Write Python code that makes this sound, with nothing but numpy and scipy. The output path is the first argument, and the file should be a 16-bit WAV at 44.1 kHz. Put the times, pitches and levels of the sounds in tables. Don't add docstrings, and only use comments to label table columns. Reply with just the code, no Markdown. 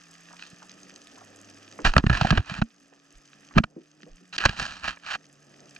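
import sys
import numpy as np
from scipy import signal
from scipy.fft import rfft, irfft
from scipy.io import wavfile

SR = 44100
rng = np.random.default_rng(int(sys.argv[2]) if len(sys.argv) > 2 else 0)


def wav_out(sig):
    wavfile.write(sys.argv[1], SR, np.round(np.clip(np.atleast_2d(sig).T, -1, 1) * 32767).astype(np.int16))


N = 255339
T = np.arange(N) / SR
BINS = np.fft.rfftfreq(2048, 1 / SR)

# (time [s], crackle level [dB], wash level [dB])
REEF_LEVELS = [
    [(0.03, -57, -70), (0.81, -57.5, -61.5), (1.47, -57.5, -60.5), (1.72, -57, -58.5)],
    [(2.7, -65.5, -70.5), (2.93, -66, -70.5), (3.3, -62, -70.5), (3.48, -59.5, -64.5)],
    [(3.7, -73.5, -71), (3.822, -68.5, -73.5), (4.012, -66, -67), (4.3, -65, -73)],
    [(5.22, -65, -68), (5.428, -63.5, -68.5), (5.642, -61, -62), (5.74, -60, -63)],
]
# (frequency [Hz], level [dB])
HOUSING_SPECTRUM = [(180, -35.5), (300, -4), (478, -4), (656, 0), (994, -4), (1690, -3.5), (2170, -8.5),
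                    (2360, -2.5), (2740, -5.5), (3460, -12), (4370, -10.5), (5250, -20), (6740, -26.5),
                    (12300, -63.5), (16000, -64)]


def amp(db):
    return 10 ** (np.asarray(db) / 20)


def unit(x):
    return x / np.sqrt(np.mean(x ** 2) + 1e-20)


def at_hz(points, hz):
    f, value = np.transpose(points)
    return np.interp(np.log(hz + 1), np.log(f + 1), value)


def curves(rows):
    times, *columns = np.transpose(rows)
    return [np.interp(T, times, column) for column in columns]


def add(mix, s, sound):
    part = mix[max(round(s * SR), 0):][:len(sound)]
    part += sound[:len(part)]


def colour(x, db):
    log_gain = np.log(amp(np.maximum(db, -100)))
    mirrored = np.concatenate([log_gain, log_gain[-2:0:-1]])
    taps = np.fft.ifft(np.exp(np.conj(signal.hilbert(mirrored)))).real
    return signal.oaconvolve(x, taps)[:len(x)]


def drift(rate_hz):
    hz = np.fft.rfftfreq(N, 1 / SR)
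    return unit(irfft(rfft(rng.standard_normal(N)) / (1 + (hz / rate_hz) ** 4), N))


def grains(per_s, spread_db, size=N):
    clicks = (rng.random(size) < per_s / SR) * rng.choice([-1, 1], size)
    return clicks * amp(spread_db * np.minimum(rng.exponential(1, size), 4.5))


def band(centre_hz, octaves):
    return -20 * np.log10(1 + (np.log2((BINS + 1) / centre_hz) / octaves) ** 4)


def shrimp(bright_db=-0.5, spark_db=-11, near_db=3):
    # (frequency [Hz], level [dB])
    far_spectrum = [(500, -8), (750, 0), (950, -9), (1250, 7.5), (1450, -1), (1730, 6), (2200, -6.5),
                    (2480, 1.5), (3200, -2.5), (3900, -7.5), (4600, -15.5), (7000, -38.5)]
    bright_spectrum = [(2240, -25), (3800, -2), (4440, -4.5), (5070, 2), (5650, -4), (6410, 0),
                       (6980, -11.5), (7590, -6), (8260, -19), (10100, -23.5), (11300, -30.5), (12200, -37),
                       (13000, -42.5), (14500, -33.5), (16000, -41)]
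    # (time [s], peak level [dB], centre [Hz])
    near_snaps = [(0.6948, -35.5, 4650), (0.716, -38, 6350), (0.804, -49, 5090), (0.9604, -37, 4950),
                  (1.0713, -39, 3050), (1.7255, -40, 2530), (3.3318, -44, 2600), (3.5383, -45, 2680),
                  (4.032, -38, 2770)]
    level, _ = curves(np.concatenate(REEF_LEVELS))
    far, bright = at_hz(far_spectrum, BINS), at_hz(bright_spectrum, BINS)
    snaps, t = np.zeros(N), np.arange(900) / SR
    for hz in np.geomspace(2200, 12000, num=9):
        path = 4 * (t == 0) + rng.standard_normal(len(t)) * np.exp(-t / .0016)
        snaps += signal.oaconvolve(grains(per_s=42, spread_db=3.9), colour(path, band(hz, .8)))[:N]
    snaps, crowd = unit(snaps), unit(grains(per_s=7000, spread_db=3))
    out = amp(level) * unit(colour(crowd + 1.1 * snaps, far))
    out += amp(level + bright_db) * unit(colour(.9 * crowd + snaps, bright))
    spark = colour(path, bright + band(9500, .5))
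    sparks = signal.oaconvolve(grains(per_s=25, spread_db=3), spark)[:N]
    out += amp(level + spark_db) * unit(sparks)
    for s, db, hz in near_snaps:
        crack = (t == 0) + .5 * rng.standard_normal(len(t)) * np.exp(-t / .0015)
        snap = colour(crack, np.maximum(far, bright) + band(hz, 0.84))
        add(out, s, amp(db + near_db) * snap / abs(snap).max())
    return out


def hum_and_wash(wash_db=3, surge_db=1.8, waver=0.024, flutter_db=1.0):
    # (time [s], pitch [Hz], level [dB])
    glide = [(0, 169.5, -63.5), (.32, 170, -61), (.87, 187, -61), (1.05, 205, -76.5), (2.7, 200, -71),
             (2.95, 150, -74.5), (3.5, 145, -69), (3.92, 152, -70), (4.2, 178.8, -62), (5.1, 175.3, -68),
             (5.26, 152, -66), (5.6, 142.4, -63.5)]
    # (time [s], gain [dB])
    low_swell = [(1.0, -45), (1.2, -1), (1.75, 1), (2.6, -45)]
    # (frequency [Hz], level [dB])
    wash_spectrum = [(20, -23.5), (80, -18), (140, -5.5), (210, 2), (300, -2), (400, -3.5), (500, -4.5),
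                     (700, -5.5), (950, -17), (1500, -25.5), (4000, -71.5)]
    _, wash_level = curves(np.concatenate(REEF_LEVELS))
    hum = curves(glide)
    drone = (287, -68 + 0.5 * (wash_level - wash_level[0]))
    low_drone = (103, -65 + curves(low_swell)[0])
    surge = amp(wash_level + wash_db + surge_db * drift(7.5))
    out = surge * unit(colour(rng.standard_normal(N), at_hz(wash_spectrum, BINS)))
    for pitch, level in (hum, drone, low_drone):
        turns = np.cumsum(pitch * (1 + waver * drift(10))) / SR
        out += np.sqrt(2) * amp(level + flutter_db * drift(9)) * np.sin(2 * np.pi * turns)
    return out


def swirls():
    # (time [s], level [dB], centre [Hz])
    gloops = [(0.306, -48.5, 940), (0.333, -45.5, 1040), (0.621, -45, 940), (1.173, -48.5, 975),
              (1.21, -46.5, 800), (1.789, -35.5, 346.6), (1.789, -37.5, 1175), (2.921, -53.5, 590),
              (3.509, -47.5, 1300), (3.763, -36, 279), (4.029, -47, 245), (4.064, -47, 440),
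              (4.21, -53.5, 242)]
    out, t = np.zeros(N), np.arange(12000) / SR
    for s, db, hz in gloops:
        t60 = 0.1 * np.sqrt(700 / hz)
        decay = amp(-60 * t / t60)
        swirl = colour(rng.standard_normal(len(t)) * decay, band(hz, octaves=0.7))
        add(out, s, amp(db) * unit(swirl) * np.sqrt(np.mean(decay ** 2)))
    return out


def housing_db():
    # (frequency [Hz], width [Hz], gain over the broad response [dB])
    modes = [(500, 55, -5), (768, 100, 1.5), (1300, 180, 4), (1660, 200, 5), (2186, 220, -8.5),
             (3040, 610, 2), (3490, 250, -6), (4520, 690, -1)]
    ringing = sum(db / (1 + (2 * (BINS - hz) / width) ** 2) for hz, width, db in modes)
    return at_hz(HOUSING_SPECTRUM, BINS) + ringing


def stroke_pressure(edge_drop_db=30):
    # (start [s], length [s], rise [s], fall [s], level [dB],
    # swell over the stroke [dB], treble gain [dB], rumble gain [dB])
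    strokes = [(0.392, 0.046, 0.022, 0.15, -52.5, 3.5, 11, -18.5),
               (1.851, 0.036, 0.0082, 0.083, -24, -11.5, 2, -3.5),
               (1.959, .04, 0.027, 0.015, -35, 3, -4.5, 13), (2.14, .155, 0.1, .05, -32, -1.5, 0, -3.5),
               (2.323, .075, 0.018, 0.033, -35.5, -4, -4, 6.5), (2.496, .1, 0.1, 0.017, -38, -3, 0, -8),
               (3.566, .02, .02, .025, -29.5, 2, -5, 13.5),
               (4.328, 0.038, .003, 0.0042, -42, 4.5, 9.5, -11),
               (4.384, 0.065, 0.0089, 0.099, -31, 9, -2.5, -20.5),
               (4.497, 0.14, 0.042, 0.033, -41.5, -1, 2.5, -8), (4.593, 0.26, 0.066, .12, -42, -22, 5, -10),
               (4.848, 0.045, 0.052, 0.073, -30, 2.5, 0.5, -13.5),
               (5.073, 0.081, 0.069, 0.016, -30, 8, -1, -25.5)]
    power = np.zeros((3, N))
    for start, length, rise, fall, db, swell_db, treble_db, rumble_db in strokes:
        t = np.arange(-2 * rise, length + 2 * fall, 1 / SR)
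        outside = np.maximum(-t / rise, 0) + np.maximum((t - length) / fall, 0)
        progress = np.clip(t / length, 0, 1)
        force = amp(db + swell_db * (progress - .5) - edge_drop_db * outside)
        for layer, layer_db in zip(power, (0, treble_db, rumble_db)):
            add(layer, start + t[0], (force * amp(layer_db)) ** 2)
    return np.sqrt(power)


def scrapes(catches_per_s=180, catch_fall_s=0.0036, catch_db=-2, judder_db=2, rumble_db=-1):
    # (frequency [Hz], level [dB])
    grit_spectrum = [(300, -20.5), (700, -4.5), (1200, -1.5), (1600, -1.5), (2700, -1), (4500, 0),
                     (9000, 5.5), (15000, 5.5)]
    force, treble, rumble = stroke_pressure()
    onsets = (rng.random(N) < catches_per_s / SR) * rng.uniform(0.28, 1, N)
    catches = signal.lfilter([1], [1, -np.exp(-1 / (catch_fall_s * SR))], onsets)
    judder = (1 + amp(catch_db) * unit(catches)) * amp(judder_db * drift(190))
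    slips = unit(grains(per_s=6000, spread_db=2.9)) + 0.14 * unit(grains(per_s=260, spread_db=2.5))
    shell = housing_db()
    shell += 0.17 * (shell - at_hz(HOUSING_SPECTRUM, BINS))
    grit = unit(colour(judder * slips, shell + at_hz(grit_spectrum, BINS)))
    top = signal.sosfiltfilt(signal.butter(3, 3600, "high", fs=SR, output="sos"), grit)
    body = signal.sosfiltfilt(signal.butter(3, 1100, fs=SR, output="sos"), grit)
    # (frequency [Hz], level [dB])
    rumble_spectrum = [(15, -5.5), (40, 4.5), (130, -6), (230, -1.5), (400, -18), (900, -65), (3000, -95)]
    shake = unit(colour(judder * rng.standard_normal(N), at_hz(rumble_spectrum, BINS)))
    weight = force * ((rumble + 1e-9) / (force + 1e-9)) ** .3
    return weight * body + force * (grit - body - top) + treble * top + amp(rumble_db) * rumble * shake


def clacks(knocks, fall_s=0.0019, crack_s=0.0011, crack_db=-4.5, ring_db=7, ring_width_hz=240):
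    # (frequency [Hz], gain [dB])
    contact_spectrum = [(100, -15.5), (350, -2), (600, 3.5), (9000, 2.5), (16000, 0)]
    out, t = np.zeros(N), np.arange(4096) / SR
    shell = housing_db() + at_hz(contact_spectrum, BINS)
    body, treble = amp(band(750, 0.68)), 1 / (1 + (3600 / (BINS + 1)) ** 6)
    for s, length, db, hz, treble_db, _, _ in knocks:
        press = np.exp(-np.maximum(t - length, 0) / fall_s) + amp(crack_db) * np.exp(-t / crack_s)
        crush = grains(per_s=14000, spread_db=1.3, size=len(t)) * press
        mode = ring_db / (1 + (2 * (BINS - hz) / ring_width_hz) ** 2)
        body_db = 17.5 * np.log2(1450 / hz)
        burst = colour(crush, shell + mode + body_db * body + treble_db * treble)
        add(out, s, amp(db) * unit(burst) * np.sqrt((length + 0.0011) / t[-1]))
    return out


def swing(s, db, hz, cycles=0.64):
    out, t = np.zeros(N), np.arange(-4000, 6000) / SR
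    add(out, s + t[0], -amp(db) * np.sin(2 * np.pi * hz * t) * np.exp(-(hz * t / cycles) ** 2))
    return out


def thuds(knocks, case_hz=227, case_t60=0.091, ring_db=-8.5, sway_db=-23, shudder_db=-13):
    # (time at mid swing [s], level [dB], frequency [Hz])
    shoves = [(0.534, -46, 156), (1.887, -16, 22.6), (2.222, -13, 123), (2.317, -11, 124), (2.401, -17, 89),
              (2.52, -26.5, 152), (2.592, -26, 153.7), (3.17, -48.5, 35), (3.5717, -6, 188),
              (3.604, -16.5, 169), (4.131, -44.5, 26)]
    motion = sum(swing(s, db, hz) for s, db, hz in shoves)
    for s, length, _, _, _, db, hz in knocks:
        rebound = s + length / 2 + 0.0027
        motion += swing(rebound, db, hz, cycles=0.38)
        motion += swing(rebound, db + sway_db, hz=33)
    age = np.arange(6000) / SR
    ring = np.sin(2 * np.pi * case_hz * age) * amp(-60 * age / case_t60) * 2 * case_hz / SR
    speed = abs(signal.hilbert(np.gradient(motion))) * SR / (2 * np.pi * case_hz)
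    shudder = amp(shudder_db) * speed * unit(colour(rng.standard_normal(N), band(290, .35)))
    return motion + shudder + amp(ring_db) * signal.oaconvolve(motion, ring)[:N]


def microphones(sound, diffuse, balance):
    # (frequency [Hz], coherence [0-1])
    coherence = [(30, .99), (1500, .95), (3000, .94), (3700, .7), (5000, .92), (7000, .88), (9000, .6),
                 (16000, .45)]
    # (frequency [Hz], phase [rad])
    phase_lead = [(30, 0.23), (250, 0.55), (750, 1.2), (1500, 0.93), (3200, 1.15), (4200, 1.3),
                  (6000, 0.33), (16000, 0.017)]
    hz = np.fft.rfftfreq(N, 1 / SR)
    same = np.clip(at_hz(coherence, hz), 0, 1)
    mid, side = rfft(sound), rfft(diffuse) * np.sqrt((1 - same) / (1 + same))
    lean = amp(at_hz(balance, hz) / 2) * np.exp(.5j * at_hz(phase_lead, hz))
    return irfft(np.array([lean * (mid + side), (mid - side) / lean]), N)


def scene():
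    # (time [s], contact length [s],
    # clack level [dB], ring [Hz], treble gain [dB], thud level [dB], thud frequency [Hz])
    knocks = [(0.394, .003, -45, 2580, 0, -70, 150), (0.424, 0.00066, -33.5, 2530, 5, -60, 150),
              (0.435, .005, -45, 2550, 0, -68, 150), (1.848, 0.016, -18.5, 1660, -6, -26, 39.4),
              (1.863, 0.012, -19.5, 1610, 4, -20, 99.9), (1.937, 0.0011, -21, 1300, 6.5, -51.5, 118),
              (1.9649, 0.0027, -7.5, 1420, -57, -7, 113.3), (1.980, .003, -13.5, 1355, 9, -14.5, 65),
              (2.038, 0.0033, -31.5, 1220, -10, -11, 189.5), (2.065, 0.0041, -23.5, 1800, -3.5, -9, 105.8),
              (2.097, 0.0056, -18, 1760, -4.5, -9.5, 109.2), (2.111, .007, -31, 1400, -14, -12, 83),
              (2.128, 0.0075, -23.5, 1780, -1.5, -17, 86), (2.150, 0.0037, -22, 1710, -6, -27, 35.2),
              (2.2114, 0.0047, -16.5, 1550, 3.5, -25.5, 120), (2.247, 0.0027, -16, 750, -13, -14, 135),
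              (2.27, 0.0019, -22.5, 1500, 5, -37.5, 140), (2.3053, 0.0056, -16.5, 1690, 6, -22, 152.7),
              (2.324, 0.0056, -25, 1150, -14, -7.5, 185.8), (2.3742, 0.0066, -19.5, 1560, -3.5, -12, 69.1),
              (2.616, 0.0071, -23.5, 1404, -5, -9.5, 165), (3.577, 0.007, -19, 1170, -3, -23, 35.85),
              (3.581, 0.0046, -11, 1360, -0.5, -11, 121.6),
              (3.636, 0.0018, -34.5, 1450, -3.5, -42.5, 140.2), (3.638, 0.0033, -23.5, 1485, 0, -26, 140.4),
              (4.327, 0.0092, -39, 2745, 0.5, -68.5, 141), (4.381, 0.0057, -23, 3000, 11, -46, 138),
              (4.402, 0.0049, -29.5, 2520, 3, -47.5, 140), (4.439, 0.00089, -19, 1670, 2, -43.5, 140),
              (4.453, .008, -13, 1520, 10.5, -13, 148), (4.458, 0.0034, -13, 2000, -16, -13.5, 127),
              (4.493, 0.0017, -22, 1620, 8, -22, 105), (4.6, 0.0046, -27.5, 1650, 8, -41.5, 100),
              (4.62, 0.0042, -37.5, 1380, -8, -31, 120), (4.848, 0.0024, -31, 1610, -4, -65, 120),
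              (4.97, 0.0036, -44.5, 1710, -20, -68, 100), (5.148, 0.0089, -33, 1370, -1, -39.5, 173),
              (5.762, 0.0033, -41, 2444, 9.5, -74, 150)]
    # (frequency [Hz], left over right [dB])
    shell_balance = [(30, -1.9), (300, -2), (750, -3), (1200, -1.5), (1800, -6), (2800, -5), (3700, -3),
                     (4200, 1.5), (5600, 3), (7000, 0), (8500, -5), (11000, -9), (16000, -5)]
    reef_balance = [(30, -.3), (400, -1), (800, -3.5), (1250, 0), (1900, -7), (2500, -6), (3500, -4),
                    (4200, 3), (5800, 2.5), (7000, -.5), (8500, -5), (11000, -9), (16000, -5)]
    contacts = clacks(knocks) + scrapes() + thuds(knocks)
    shell = microphones(contacts, diffuse=clacks(knocks) + scrapes(), balance=shell_balance)
    ambience = shrimp() + swirls() + hum_and_wash()
    reef = microphones(ambience, diffuse=shrimp() + swirls(), balance=reef_balance)
    return shell + reef


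def record(dry):
    lowpass = signal.firwin(511, cutoff=15900, window=("kaiser", 9), fs=SR)
    return signal.oaconvolve(np.clip(dry, -1, 1), lowpass[None], "same")


dry = scene()
out = record(dry)
wav_out(out)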